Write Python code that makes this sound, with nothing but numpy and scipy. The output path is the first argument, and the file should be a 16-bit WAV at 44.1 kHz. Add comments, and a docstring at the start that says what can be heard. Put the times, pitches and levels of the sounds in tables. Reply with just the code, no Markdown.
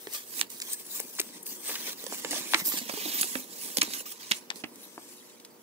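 """Grainy hisses, short snaps and low pops: a folded paper leaflet is opened panel by panel in two hands.
Fingers and panels slide (random clicks and noise as hiss and scrape) and the loose sheet rumbles (low noise).
Creases snap (bursts of crackle in bands), panels pop (low sine tones), with short echoes from delay loops.
One long pull sings (clicks through a climbing resonance). The two-port microphone is close to the paper.
Behind it lie a faint room hush (noise) and a humming motor (sine tones)."""
import sys
import numpy as np
from scipy import signal
from scipy.fft import rfft, irfft, next_fast_len
from scipy.io import wavfile
from scipy.ndimage import uniform_filter1d, map_coordinates

SR = 44100
rng = np.random.default_rng(int(sys.argv[2]) if len(sys.argv) > 2 else 0)


def store_pcm(level_fs):
    """Save levels as 16-bit WAV."""
    pcm = np.round(np.clip(level_fs, -1, 1) * 32767).astype(np.int16)
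    wavfile.write(sys.argv[1], SR, np.atleast_2d(pcm).T)


N = 247974  # length in samples

# Strokes of fingers and panels sliding on the paper. Each row: loudest moment in seconds, seconds to rise
# by STROKE_DEPTH_DB, seconds to fall by as much, hiss level in dB, scrape level against the hiss in dB,
# level of the treble above 10 kHz against the hiss in dB.
STROKE_ROWS = [(0.0, .1, 0.67, -47, -6.5, 5), (0.151, 0.06, 0.097, -31, -5, 0.5),
               (0.404, 0.13, 0.038, -28, -10.5, 1), (0.502, 0.01165, 0.24, -41, -8, 3),
               (0.736, 0.2, 0.035, -33, -9, -2), (0.802, 0.09, 0.044, -41, -7, 1),
               (0.964, .16, 0.13, -32.5, -11.5, 0), (1.174, 0.4, 0.32, -41, -11.5, 0),
               (1.366, 0.35, 0.088, -46.5, -3, -13), (1.461, 0.0085, 0.15, -34.5, -15, 4.5),
               (1.511, 0.069, 0.14, -35.5, -11, 0), (1.69, 0.094, 0.18, -30, -6, 1.5),
               (1.893, 0.21, 0.04, -34, -1.5, 4), (1.925, 0.06, 0.0323, -38.5, -6.5, 4),
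               (1.995, 0.086, 0.46, -41.5, -5, 3.5), (2.127, .06, 0.25, -34, -6, -4),
               (2.312, 0.0146, 0.29, -31.5, -5, -15), (2.333, .05, 0.013, -33.5, -12, -10),
               (2.376, 0.21, 0.12, -35.5, 0, -3), (2.525, 0.11, 0.063, -32, -5.5, 0),
               (2.605, 0.15, 0.04, -30.5, -5, -2), (2.656, 0.014, 0.083, -27, -11, 5),
               (2.673, .04, .04, -27.5, -21, -4), (2.687, 0.019, 0.065, -33.5, -21, -2),
               (2.732, 0.08, 0.1, -30, -7, -1), (2.779, .1, 0.07, -34, -1.5, -20),
               (2.898, 0.038, 0.033, -36, 0, -5), (2.95, 0.22, 0.32, -39.5, -5, 3),
               (3.081, 0.54, 0.48, -37, -2, 4.5), (3.195, 0.091, 0.044, -34, -1, 10),
               (3.239, 0.23, 0.21, -28.5, -13, -7), (3.379, .2, 0.1, -37, -7.5, 2),
               (3.512, 0.019, 0.33, -45, -8, -10), (3.65, 0.17, 0.21, -33, -8.5, 1.5),
               (3.781, 0.026, 0.017, -27.5, -7, 4), (3.833, 0.053, 0.082, -39.5, 4.5, 6),
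               (3.945, 0.12, 0.11, -34.5, -5.5, -11), (4.012, 0.28, 0.027, -37, -6, -4),
               (4.059, 0.0047, 0.097, -39.5, -3.5, 5), (4.123, 0.09, 0.02, -36.5, -9, -1),
               (4.208, 0.029, 0.35, -51, 5, 9.5), (4.373, 0.38, 0.038, -40, -3.5, -28),
               (4.565, 0.036, 0.091, -43.5, -6.5, -3), (4.61, 0.074, 0.027, -47.5, -3, -5),
               (4.856, 0.24, 0.102, -47.5, -5.5, 2.5), (5.1, 0.6, 0.39, -48.5, -6.5, -14),
               (5.301, 0.5, 0.14, -56.5, -2, -12)]
# A fingertip leaves the paper and the sliding drops. Each row: start in seconds, end in seconds, drop in dB.
FINGER_LIFTS = [(0.6067, 0.614, 17), (0.629, 0.631, 12.5)]
# Where the busy hand is. Each row: time in seconds, delay of the left port in ms, left against right in dB.
HAND_PATH = [(0.1, 0.2, 1.5), (0.35, 0.3, -5.5), (0.75, 0.11, 0), (1.0, 0.12, 1.5), (1.8, 0.084, -0.5),
             (2.1, 0.14, -2.5), (2.5, 0.098, -2), (2.9, 0.3, -4), (4.35, 0.3, -2.5), (4.48, -0.26, -2.5),
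             (4.7, -0.06, -1.5), (4.9, -0.13, 2), (5.5, -0.057, -1.5)]
# How loose the sheet hangs, as its low rumble. Each row: time in seconds, rumble level in dB.
SHEET_SLACK = [(0, -62), (.4, -54.5), (.9, -57.5), (1.3, -53.5), (1.8, -54.5), (2.1, -51), (2.4, -49.5),
               (2.65, -52.5), (2.85, -55), (3.0, -49.5), (3.3, -54.5), (3.75, -55.5), (3.85, -52.5),
               (4.05, -57.5), (4.3, -61.5), (4.499, -53), (5.0, -57.5), (5.3, -57.5), (5.62, -55)]
# Tone colours of hiss, scrape, rumble and hush. Each row: frequency in Hz, relative strength in dB per Hz.
HISS_SPECTRUM = [(2350, -42), (4000, -12), (5040, -7), (7790, 3), (10400, 2), (12400, 1), (16000, 2.5)]
SCRAPE_SPECTRUM = [(710, -7.5), (1200, -4), (1350, -16.5), (1600, -3), (2140, -3), (3430, -1.5),
                   (5040, -0.5), (6000, 1), (7800, -10), (13200, -120)]
FLEX_SPECTRUM = [(47, -66), (80, -37.5), (208, 1), (301, 0.5), (371, -2), (529, -7.5), (701, -17.5),
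                 (941, -8), (1500, -36), (1950, -88), (3300, -120)]
HUSH_SPECTRUM = [(24, -76), (40, -88), (96, -13.5), (237, -0.5), (467, 4), (529, -0.5), (615, -3),
                 (1300, -7.5), (5870, -24), (14500, -28), (16000, -17.5)]
# How alike the two sides of spread-out sound are. Each row: frequency in Hz, likeness (1 is identical).
SIDE_LIKENESS = [(100, 0.79), (400, 0.64), (1500, 0.022), (8000, 0.013)]
# The motor's tones. Each row: multiple of HUM_HZ, middle level in dB.
HUM_TONES = [(1, -79.5), (2, -68.5), (3, -68), (4, -70.5), (5, -74.5)]
# Creases buckling. Each row: start in seconds, level in the brightest octave in dB, that octave counted from
# 1 kHz, rise in ms, time to fade by 60 dB in ms (before the band's factor), left against right in dB.
CREASE_SNAPS = [(0.0700, -38, 1.46, 1.1, 16, -9), (0.1330, -33, 4, 3.3, 24, 15.5),
                (0.4120, -19.5, 2.5, 0.33, 13, -2.5), (0.4134, -26.5, 1.6, 0.57, 9.4, -12),
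                (0.5005, -44, 3.5, 1.5, 22, -20), (0.6003, -32.5, 2.5, 1.7, 9.5, -4.5),
                (0.6135, -39.5, 3, 2.5, 17, 9), (0.6175, -28, 2.5, 2, 18, 2),
                (0.6205, -40, 5.5, 1.2, 15, -6), (0.6230, -36, 2.5, 1.2, 14, -10),
                (0.7310, -25.5, 4, 2.1, 34, 9.5), (0.742, -40, 2, 1.3, 9.5, -7),
                (0.996, -36, 1.5, 1.8, 24, -6), (1.0003, -25.5, 4, .8, 23, 13),
                (1.1510, -33, 4, 0.77, 12, -6), (1.181, -39, 3.5, 2.2, 39, 0), (1.1865, -34, 1, 0.8, 8, 0),
                (1.1897, -33, 2.5, 1.3, 28, 6), (1.1958, -26, 2, 0.65, 18, 3),
                (1.1985, -21.5, 2.5, 0.95, 19, -6), (1.2011, -18, 4.5, 0.27, 9, 10),
                (1.2042, -26, 4, 0.77, 6.6, -18), (1.2135, -32, 2.5, 0.87, 21, 8),
                (1.425, -33.5, 4.5, 5.5, 43, 5), (1.681, -52, 8, 2.5, 12, -2),
                (1.6920, -40, 1, 1.4, 15, -3), (1.701, -40, -0.8, 1.6, 11, -2),
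                (1.713, -36, 1.5, 2.8, 13, -1), (1.742, -41, 1, 1.9, 15, 5),
                (1.7538, -29.5, 2, 0.91, 51, 0), (1.879, -46.5, -0.5, 2.3, 14, -2),
                (1.896, -48, 1, 1.4, 10, 1), (1.929, -39, 2.5, 1.5, 34, -4),
                (2.038, -41, 3.2, 3.6, 14, -17), (2.0645, -36, 2.5, 0.98, 34, -14),
                (2.1230, -35.5, 0.3, 0.92, 6.7, -8), (2.2458, -27.5, 1.47, 2.2, 17, -6),
                (2.3085, -26, 3.5, 1.6, 12, -3), (2.3228, -38, 10, 0.98, 4.4, -6),
                (2.3302, -32, 0.35, 0.54, 10.6, -6), (2.315, -35, 3, 2.3, 12, -5),
                (2.337, -44, -1.5, 0.52, 8.5, -5), (2.363, -44, 9, 0.56, 8.7, -3),
                (2.5352, -23.5, 0.95, 0.76, 17, 14), (2.5436, -19, 1.42, 0.8, 24.6, -13.5),
                (2.5460, -28, 1.5, 0.41, 25, 19), (2.598, -37, 1, 2.8, 19, -9),
                (2.609, -40, .8, 1.5, 13, -9), (2.6595, -29, 3.5, 0.52, 11, 1),
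                (2.7190, -36, 1, 1.9, 23, -11), (2.739, -40, -5, 0.93, 6.7, 2),
                (2.7865, -30, 3, 1.6, 15, -9), (2.8930, -35.5, 0.55, 1.8, 44, -8.5),
                (2.938, -40, 0.5, 1.3, 7.9, -10), (3.2110, -21.5, 3.2, 1.1, 16, -13.5),
                (3.2145, -18.5, 3.5, 0.97, 12, 3), (3.2175, -18, 4.5, 0.72, 8.1, 9),
                (3.2292, -25, 1.47, 2, 14, -5), (3.243, -28, 3, 0.7, 10, -3),
                (3.3525, -31, 1.32, 1.28, 39, -9.5), (3.7696, -23.5, 2.5, 0.5, 35, -7.5),
                (3.7712, -23.5, 3.5, 0.49, 12, -4), (3.7835, -27.5, 2.3, 0.79, 18, 12),
                (3.8118, -25, 2.5, 3, 24, -12), (3.8168, -19.5, 2, 0.46, 13.5, 6.5),
                (3.8180, -19.5, 1.53, 0.49, 30, -5), (3.8287, -27.5, 4, 0.6, 24, -19),
                (3.877, -41, 0.2, 0.99, 7.7, -8), (3.903, -40.5, 0.9, 1.7, 10, -8),
                (3.921, -43, 2.5, 1, 12, -9), (3.9350, -30.5, 2, 0.53, 40, -5),
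                (4.055, -45, 1, 1.2, 16, -3), (4.3098, -27, 3.5, 2, 8.1, -12),
                (4.3132, -19, 1.5, 1.15, 9.3, 1), (4.3158, -23.5, 1.5, 1.43, 12, 7.5),
                (4.3188, -21, 2, 0.34, 28, -8), (4.5012, -36, 1.5, 1.1, 10, 0),
                (4.5035, -30, 1.66, 0.16, 25, 6.5), (4.511, -39.5, 0.5, 1.4, 13, 3),
                (4.5570, -46.5, 2.5, 2.2, 11, -19), (4.6378, -36, 1, 0.4, 40, -9),
                (4.6415, -36, 1.3, 1.1, 20, -5), (4.7575, -46, 3, 1, 15, 7),
                (4.9778, -42.5, 0.2, 0.75, 26, 2), (5.397, -49.5, 2.5, 3.1, 42, 2.5),
                (5.4478, -44.5, 2.5, 1, 59, 0)]
# Bands of a snap. Each row: low edge in Hz, high edge in Hz, factor on the fade time.
CREASE_BANDS = [(375, 670, 3.4), (740, 1260, 0.96), (1510, 2770, 0.86), (3120, 5600, 0.43),
                (6150, 9600, 0.64), (10400, 19000, 0.6)]
# Panels popping into a new shape and ringing low. 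Each row: start in seconds, pitch in Hz, level of the
# lowest tone in dB, rise in ms, time to fade by 60 dB in ms.
PANEL_POPS = [(0.070, 400, -31.5, 2.1, 30), (1.001, 440, -33.5, 1.6, 16), (1.199, 373, -28, 1.55, 35),
              (1.692, 474, -35, 1.8, 34), (1.708, 320, -40, 1.7, 28), (1.876, 387, -47, 2.9, 42),
              (2.038, 453, -34, 1.4, 28), (2.065, 500, -33.5, 3.4, 29), (2.122, 374, -38, 3.7, 37),
              (2.246, 484, -28, 2.5, 41), (2.308, 305, -37, 4.8, 49), (2.322, 300, -31.5, 2.6, 48),
              (2.362, 620, -35.5, 1.9, 64), (2.380, 377, -37.5, 2.9, 71), (2.408, 216, -49, 8.3, 60),
              (2.545, 330, -27, 3, 55), (2.612, 170, -36.5, 10, 46), (2.678, 290, -37, 3.2, 71),
              (2.737, 292, -31, 5.1, 31), (2.765, 206, -43, 6.4, 62), (2.788, 370, -49, 4, 40),
              (2.812, 240, -35.5, 3.9, 87), (2.855, 225, -44, 11, 95), (2.893, 288, -37, 1.7, 46),
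              (2.937, 288, -28.5, 2, 29), (2.972, 420, -34.5, 3, 70), (3.056, 308, -34.5, 5.3, 67),
              (3.075, 280, -43, 5.9, 91), (3.210, 258, -36, 2.6, 33), (3.240, 364, -38, 3.6, 50),
              (3.354, 256, -28, 3.1, 82), (3.39, 262, -40.5, 4.8, 87), (3.770, 535, -31.5, 2.3, 39),
              (3.783, 246, -26, 1.7, 36), (3.829, 314, -27.5, 1.2, 24), (3.879, 230, -37.5, 3.9, 50),
              (4.006, 480, -42.5, 2.4, 29), (4.311, 225, -33, 2.9, 66), (4.503, 380, -47, 1.5, 20),
              (4.638, 297, -25, 2.2, 17), (4.978, 330, -36, 1.3, 22)]
# The long singing pull, one row: loudest moment in seconds, rise in seconds, fall in seconds, level in dB,
# resonance centre at the loudest moment in Hz, climb in Hz per second, width in Hz.
LONG_PULL = (3.14, .36, .16, -40, 3300, 1500, 1500)

STROKE_DEPTH_DB = 20  # drop after one rise or fall time
REST_DB, REST_SCRAPE_DB = -60, -6  # resting touch: hiss level, and scrape against it
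TREBLE_LEFT_DB = 3.5  # the left port faces the paper and catches more treble
FLEX_FOLLOWS = 0.2  # share of the scrape's swing in dB that shakes the sheet
FLEX_LUMPS_DB = 2.6  # unevenness of the rumble
HUSH_DB, HUM_HZ = -59, 119.8
SNAP_CURVE_DB = 6  # loss per octave squared away from the brightest octave
BREAK_MS = 2.4  # rise time at which the first break is as strong as one click of the crackle
SMALL_SNAP_DB, SMALL_SNAP_T60_MS = -5.5, 5  # middle level against the hiss; fade before the band's factor
FLAP_WIDTH = 1.8  # left-right spread of pops against the hand's
ROOM_T60_S, ROOM_DB, WALL_CUT_HZ = 0.13, -11.5, 3800  # fading time in the bass, echo level, treble loss


def from_db(db):
    """Turns decibels into gain."""
    return 10 ** (np.asarray(db) / 20)


def rms_one(x):
    """Scales a sound to an average (rms) strength of 1."""
    return x / np.sqrt(np.mean(x ** 2) + 1e-20)


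def in_time(rows):
    """Draws each column of a timed table as a curve with one value per sample."""
    s, *columns = np.transpose(rows)
    return [np.interp(np.arange(N) / SR, s, column) for column in columns]


def at_hz(points, hz):
    """Reads a spectrum between its points, on a log-frequency axis."""
    point_hz, values = np.transpose(points)
    return np.interp(np.log(hz), np.log(point_hz), values)


def cut_below(x, hz, order=2):
    """Takes away what lies below a frequency."""
    return signal.sosfilt(signal.butter(order, hz, "high", fs=SR, output="sos"), x)


def drift(rate_hz):
    """Slow random wander of spread 1: noise smoothed twice, one value every 20 samples, then joined up."""
    r = np.exp(-40 * np.pi * rate_hz / SR)
    noise = rng.standard_normal(N // 20 + 2002)
    slow = signal.lfilter([1], [1, -2 * r, r * r], noise)[2000:]  # skip the filter's start
    return np.interp(np.arange(N) / 20, np.arange(len(slow)), rms_one(slow))


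def colour(x, spectrum):
    """Gives a white signal the spectrum, at rms 1."""
    size = next_fast_len(N)
    hz = np.maximum(np.arange(size // 2 + 1) * SR / size, 1)
    gain = from_db(at_hz(spectrum, hz))
    return rms_one(irfft(rfft(x, size) * gain, size)[..., :N])


def diffuse(spectrum):
    """Stereo noise at rms 1 whose two sides grow unlike toward the treble."""
    likeness_hz, alike = np.transpose(SIDE_LIKENESS)
    size = next_fast_len(N)
    hz = np.maximum(np.arange(size // 2 + 1) * SR / size, 1)
    mid, side = rng.standard_normal((2, size))
    side_power = at_hz(np.c_[likeness_hz, (1 - alike) / (1 + alike)], hz)
    side = irfft(rfft(side) * np.sqrt(side_power), size)
    return colour(np.array([mid + side, mid - side])[:, :N], spectrum)


def grains(per_s, spread_db):
    """Fibres catching and letting go: random clicks of uneven size and sign."""
    sizes = from_db(spread_db * np.minimum(rng.exponential(1, N), 5))
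    signs = rng.choice([-1, 1], N)
    return sizes * signs * (rng.random(N) < per_s / SR)


def to_ports(x, pan_db):
    """A close source: louder on one side, and later at the far port."""
    lag_ms, _ = in_time(HAND_PATH)
    left = map_coordinates(x, [np.arange(N) - lag_ms * SR / 1000], order=3)
    return np.array([left * from_db(pan_db / 2), x * from_db(-pan_db / 2)])


def strokes():
    """Strokes swell and fade evenly in dB over a resting touch; gives hiss, scrape and treble levels in dB."""
    t = np.arange(0, N + 20, 20) / SR
    rest_db = REST_DB + np.array([0, REST_SCRAPE_DB, 0])
    power = np.outer(from_db(2 * rest_db), np.ones(len(t)))
    for s, rise_s, fall_s, hiss_db, scrape_db, treble_db in STROKE_ROWS:
        away = np.maximum((s - t) / rise_s, (t - s) / fall_s)
        level_db = hiss_db - STROKE_DEPTH_DB * np.minimum(away, 8)
        power = power + from_db(2 * (level_db + np.c_[[0, scrape_db, treble_db]]))
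    for start, end, drop_db in FINGER_LIFTS:
        lifted = np.clip(np.minimum(t - start, end - t) / 0.0009, 0, 1)  # eased over 0.9 ms
        power = power * from_db(-2 * drop_db * lifted)
    return in_time(np.c_[t, 10 * np.log10(power).T])


def slide(spectrum, pan_db, near_share):
    """Stick-slip grains at the fingers, plus the part given off by the whole sheet."""
    near = to_ports(colour(grains(12000, 2.35), spectrum), pan_db)
    wide = diffuse(spectrum) * from_db(np.outer([.5, -.5], pan_db))
    both = np.sqrt(near_share) * near + np.sqrt(1 - near_share) * wide
    return cut_below(both, 450)  # the rubbing keeps nothing below 450 Hz


def patchy(x, low_hz, high_hz, patchy_db, rate_hz):
    """Quarter-octave bands of the rubbing drift up and down in level independently, at random."""
    edges = np.geomspace(low_hz, high_hz, num=round(4 * np.log2(high_hz / low_hz)) + 1)
    changed = x.copy()
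    for edge in zip(edges, edges[1:]):
        band = signal.sosfilt(signal.butter(2, edge, "band", fs=SR, output="sos"), x)
        changed += (from_db(patchy_db * drift(rate_hz)) - 1) * band
    return rms_one(changed)


def rub(hiss_db, scrape_db, treble_db):
    """Sliding: one clumpy stick-slip drives a bright hiss and a lower scrape; the panels flex in lumps."""
    _, pan_db = in_time(HAND_PATH)
    clumps_db = .8 * drift(30) + 1.1 * drift(130)

    hiss = patchy(slide(HISS_SPECTRUM, pan_db, 0.13), 4720, 15500, patchy_db=3.5, rate_hz=8.3)
    sheen_db = treble_db - hiss_db + np.c_[[TREBLE_LEFT_DB / 2, -TREBLE_LEFT_DB / 2]]
    hiss = hiss + (from_db(sheen_db) - 1) * cut_below(hiss, 10000)

    scrape = patchy(slide(SCRAPE_SPECTRUM, pan_db, 0.43), 930, 5080, patchy_db=4.0, rate_hz=20)
    # a faint, steady sprinkle of fine ticks, some 280 a second, runs under the scrape
    ticks = to_ports(colour(grains(280, 0.99), SCRAPE_SPECTRUM), pan_db)
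    scrape = scrape + from_db(-26.5) * cut_below(ticks, 500)

    flex_db = in_time(SHEET_SLACK)[0] + FLEX_FOLLOWS * (scrape_db - scrape_db.mean())
    flex_gain = from_db(flex_db + FLEX_LUMPS_DB * drift(31))
    flex = flex_gain * diffuse(FLEX_SPECTRUM) * from_db(np.outer([.4, -.4], pan_db))
    return from_db(hiss_db + clumps_db) * hiss + from_db(scrape_db + clumps_db) * scrape + flex


def hush():
    """The quiet room: faint, steady stereo noise."""
    return from_db(HUSH_DB) * diffuse(HUSH_SPECTRUM)


def hum():
    """A distant motor: low multiples of one tone, each wavering in level, all wavering in pitch together."""
    turns = 2 * np.pi * np.cumsum(HUM_HZ * (1 + 0.00407 * drift(2.52))) / SR
    total = np.zeros(N)
    for multiple, db in HUM_TONES:
        gain = np.sqrt(2) * from_db(db + 3.2 * drift(2.5))
        total += gain * np.sin(multiple * turns + rng.uniform(0, 2 * np.pi))
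    return total


def snaps(rows):
    """A crease gives way with one break and a burst of crackle; the lows ring on longer in the panel."""
    out, age = np.zeros((2, N)), np.arange(int(.12 * SR)) / SR
    crackle = grains(15000, 5.0)
    # even out the strength from moment to moment
    crackle = crackle / np.sqrt(uniform_filter1d(crackle ** 2, size=48) + 0.029 * np.var(crackle))
    at_ports, lag_ms = to_ports(crackle, 0), in_time(HAND_PATH)[0]
    for k, (low_hz, high_hz, longer) in enumerate(CREASE_BANDS):
        octave = np.log2(low_hz * high_hz / 1000 ** 2) / 2  # band centre, counted from 1 kHz
        shape, breaks = np.zeros((2, 2, N + len(age)))
        for s, peak_db, brightest, rise_ms, t60_ms, pan_db in rows:
            rise_s = max(rise_ms, .2) / 1000
            fade = from_db(-60 * np.maximum(age - rise_s, 0) / (t60_ms * longer / 1000))
            burst = fade * np.minimum(age / rise_s, 1) ** 1.36
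            band_db = peak_db - SNAP_CURVE_DB * (octave - brightest) ** 2
            sides = from_db(band_db + np.array([pan_db, -pan_db]) / 2)
            shape[:, round(s * SR):][:, :len(age)] += np.outer(sides, burst)
            # the more sudden the crease, the stronger its first break
            port_lag_s = np.array([lag_ms[int(s * SR)], 0]) / 1000
            at = np.round((s + rise_s + port_lag_s) * SR).astype(int)
            breaks[[0, 1], at] += sides * BREAK_MS / 1000 / rise_s
        band = signal.butter(2, [low_hz, high_hz], "band", fs=SR, output="sos")
        # even out the bands by what each lets through, with an extra lift for the lows
        passed = np.std(signal.sosfilt(band, crackle)) / np.sqrt(1 + 500 / low_hz)
        driven = (shape[:, :N] * at_ports + breaks[:, :N]) / passed
        out += (-1) ** k * signal.sosfilt(band, driven + 1e-18)
    return out


def small_snaps(hiss_db):
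    """Rows for 70 small creases at random, mostly along busy strokes, louder where the sliding is louder."""
    busy = np.cumsum(from_db(hiss_db))
    when, size, colour_draw, side = rng.random((70, 4)).T
    at = np.minimum(np.searchsorted(busy, when * busy[-1]), N - 1)
    peak_db = hiss_db[at] + SMALL_SNAP_DB + 8 * (size - .5)
    brightest = 0.96 + 3.1 * colour_draw
    rise_ms, t60_ms = np.full(len(at), .8), np.full(len(at), SMALL_SNAP_T60_MS)
    pan_db = in_time(HAND_PATH)[1][at] + 14 * (side - .5)
    return list(zip(at / SR, peak_db, brightest, rise_ms, t60_ms, pan_db))


def flaps(rows):
    """A panel pushed through its bend rings on its lowest mode with two shorter upper ones."""
    age = np.arange(int(.25 * SR)) / SR
    out = np.zeros((2, N + len(age)))
    luck, hand_db = rng.random((len(rows), 4)), in_time(HAND_PATH)[1]
    for (s, hz, peak_db, rise_ms, t60_ms), (stretch, phase, far, far_phase) in zip(rows, luck):
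        pan_db, rise_s = FLAP_WIDTH * hand_db[int(s * SR)], rise_ms / 1000
        turns = 2 * np.pi * hz * age
        dying = from_db(-60 * np.maximum(age - rise_s, 0) / (t60_ms / 1000))
        second = 0.5 * np.sin((1.394 + 0.82 * stretch) * turns + 2 * np.pi * phase)
        third = 0.23 * np.sin((2.32 + 1.02 * far) * turns + 2 * np.pi * far_phase)
        tone = np.sin(turns) + second * dying + third * dying ** 2
        swell = np.sin(np.pi / 2 * np.minimum(age / rise_s, 1)) ** 2
        sides = from_db(peak_db + np.array([pan_db, -pan_db]) / 2)
        out[:, round(s * SR):][:, :len(age)] += np.outer(sides, tone * dying * swell)
    return cut_below(out[:, :N] + 1e-18, 130)  # a small panel radiates little deep bass


def room(x):
    """Echoes: six feedback delays a side, duller on every round, stepped block by block."""
    out, dull = np.zeros((2, N)), np.exp(-2 * np.pi * WALL_CUT_HZ / SR)
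    for k, lag in enumerate((rng.uniform(0.0026, .02, 12) * SR).astype(int)):
        loop, gain, state = x.copy(), from_db(-60 * lag / SR / ROOM_T60_S), [0.]
        for i in range(lag, N, lag):
            back, state = signal.lfilter([gain * (1 - dull)], [1, -dull], loop[i - lag:i], zi=state)
            loop[i:i + lag] += back[:N - i]
        out[k % 2] += (loop - x) * (-1) ** (k // 2)
    return out


def pull():
    """A taut panel dragged through the fingers: grains through one broad resonance that climbs in pitch."""
    s, rise_s, fall_s, level_db, hz, climb, width_hz = LONG_PULL
    t, r, state = np.arange(N) / SR, np.exp(-np.pi * width_hz / SR), np.zeros(2)
    slips, sung = grains(12000, 3.9), np.zeros(N)
    for i in range(0, N, 256):
        now_hz = np.clip(hz + climb * (t[i] - s), 1000, 6000)
        ringing = [1, -2 * r * np.cos(2 * np.pi * now_hz / SR), r * r]
        sung[i:i + 256], state = signal.lfilter([1, 0, -1], ringing, slips[i:i + 256], zi=state)
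    away = np.maximum((s - t) / rise_s, (t - s) / fall_s)
    gain = from_db(level_db - STROKE_DEPTH_DB * away ** 2)
    return gain * to_ports(rms_one(sung), in_time(HAND_PATH)[1])


def scene():
    """Paper close by, echoes of its snaps and pops, and the hush and hum behind."""
    hiss_db, scrape_db, treble_db = strokes()
    sliding = rub(hiss_db, scrape_db, treble_db)
    background = hush() + hum()
    blows = snaps(CREASE_SNAPS + small_snaps(hiss_db)) + flaps(PANEL_POPS)
    echoes = from_db(ROOM_DB) * room(blows.mean(axis=0))
    return sliding + background + blows + echoes + pull()


def record(dry):
    """The microphone drops the deep bass; the top is cut steeply above 15.7 kHz."""
    dry = cut_below(dry, 60, order=1)
    return signal.sosfilt(signal.ellip(12, .5, 75, 15700, fs=SR, output="sos"), dry)


dry = scene()
out = record(dry)
store_pcm(out)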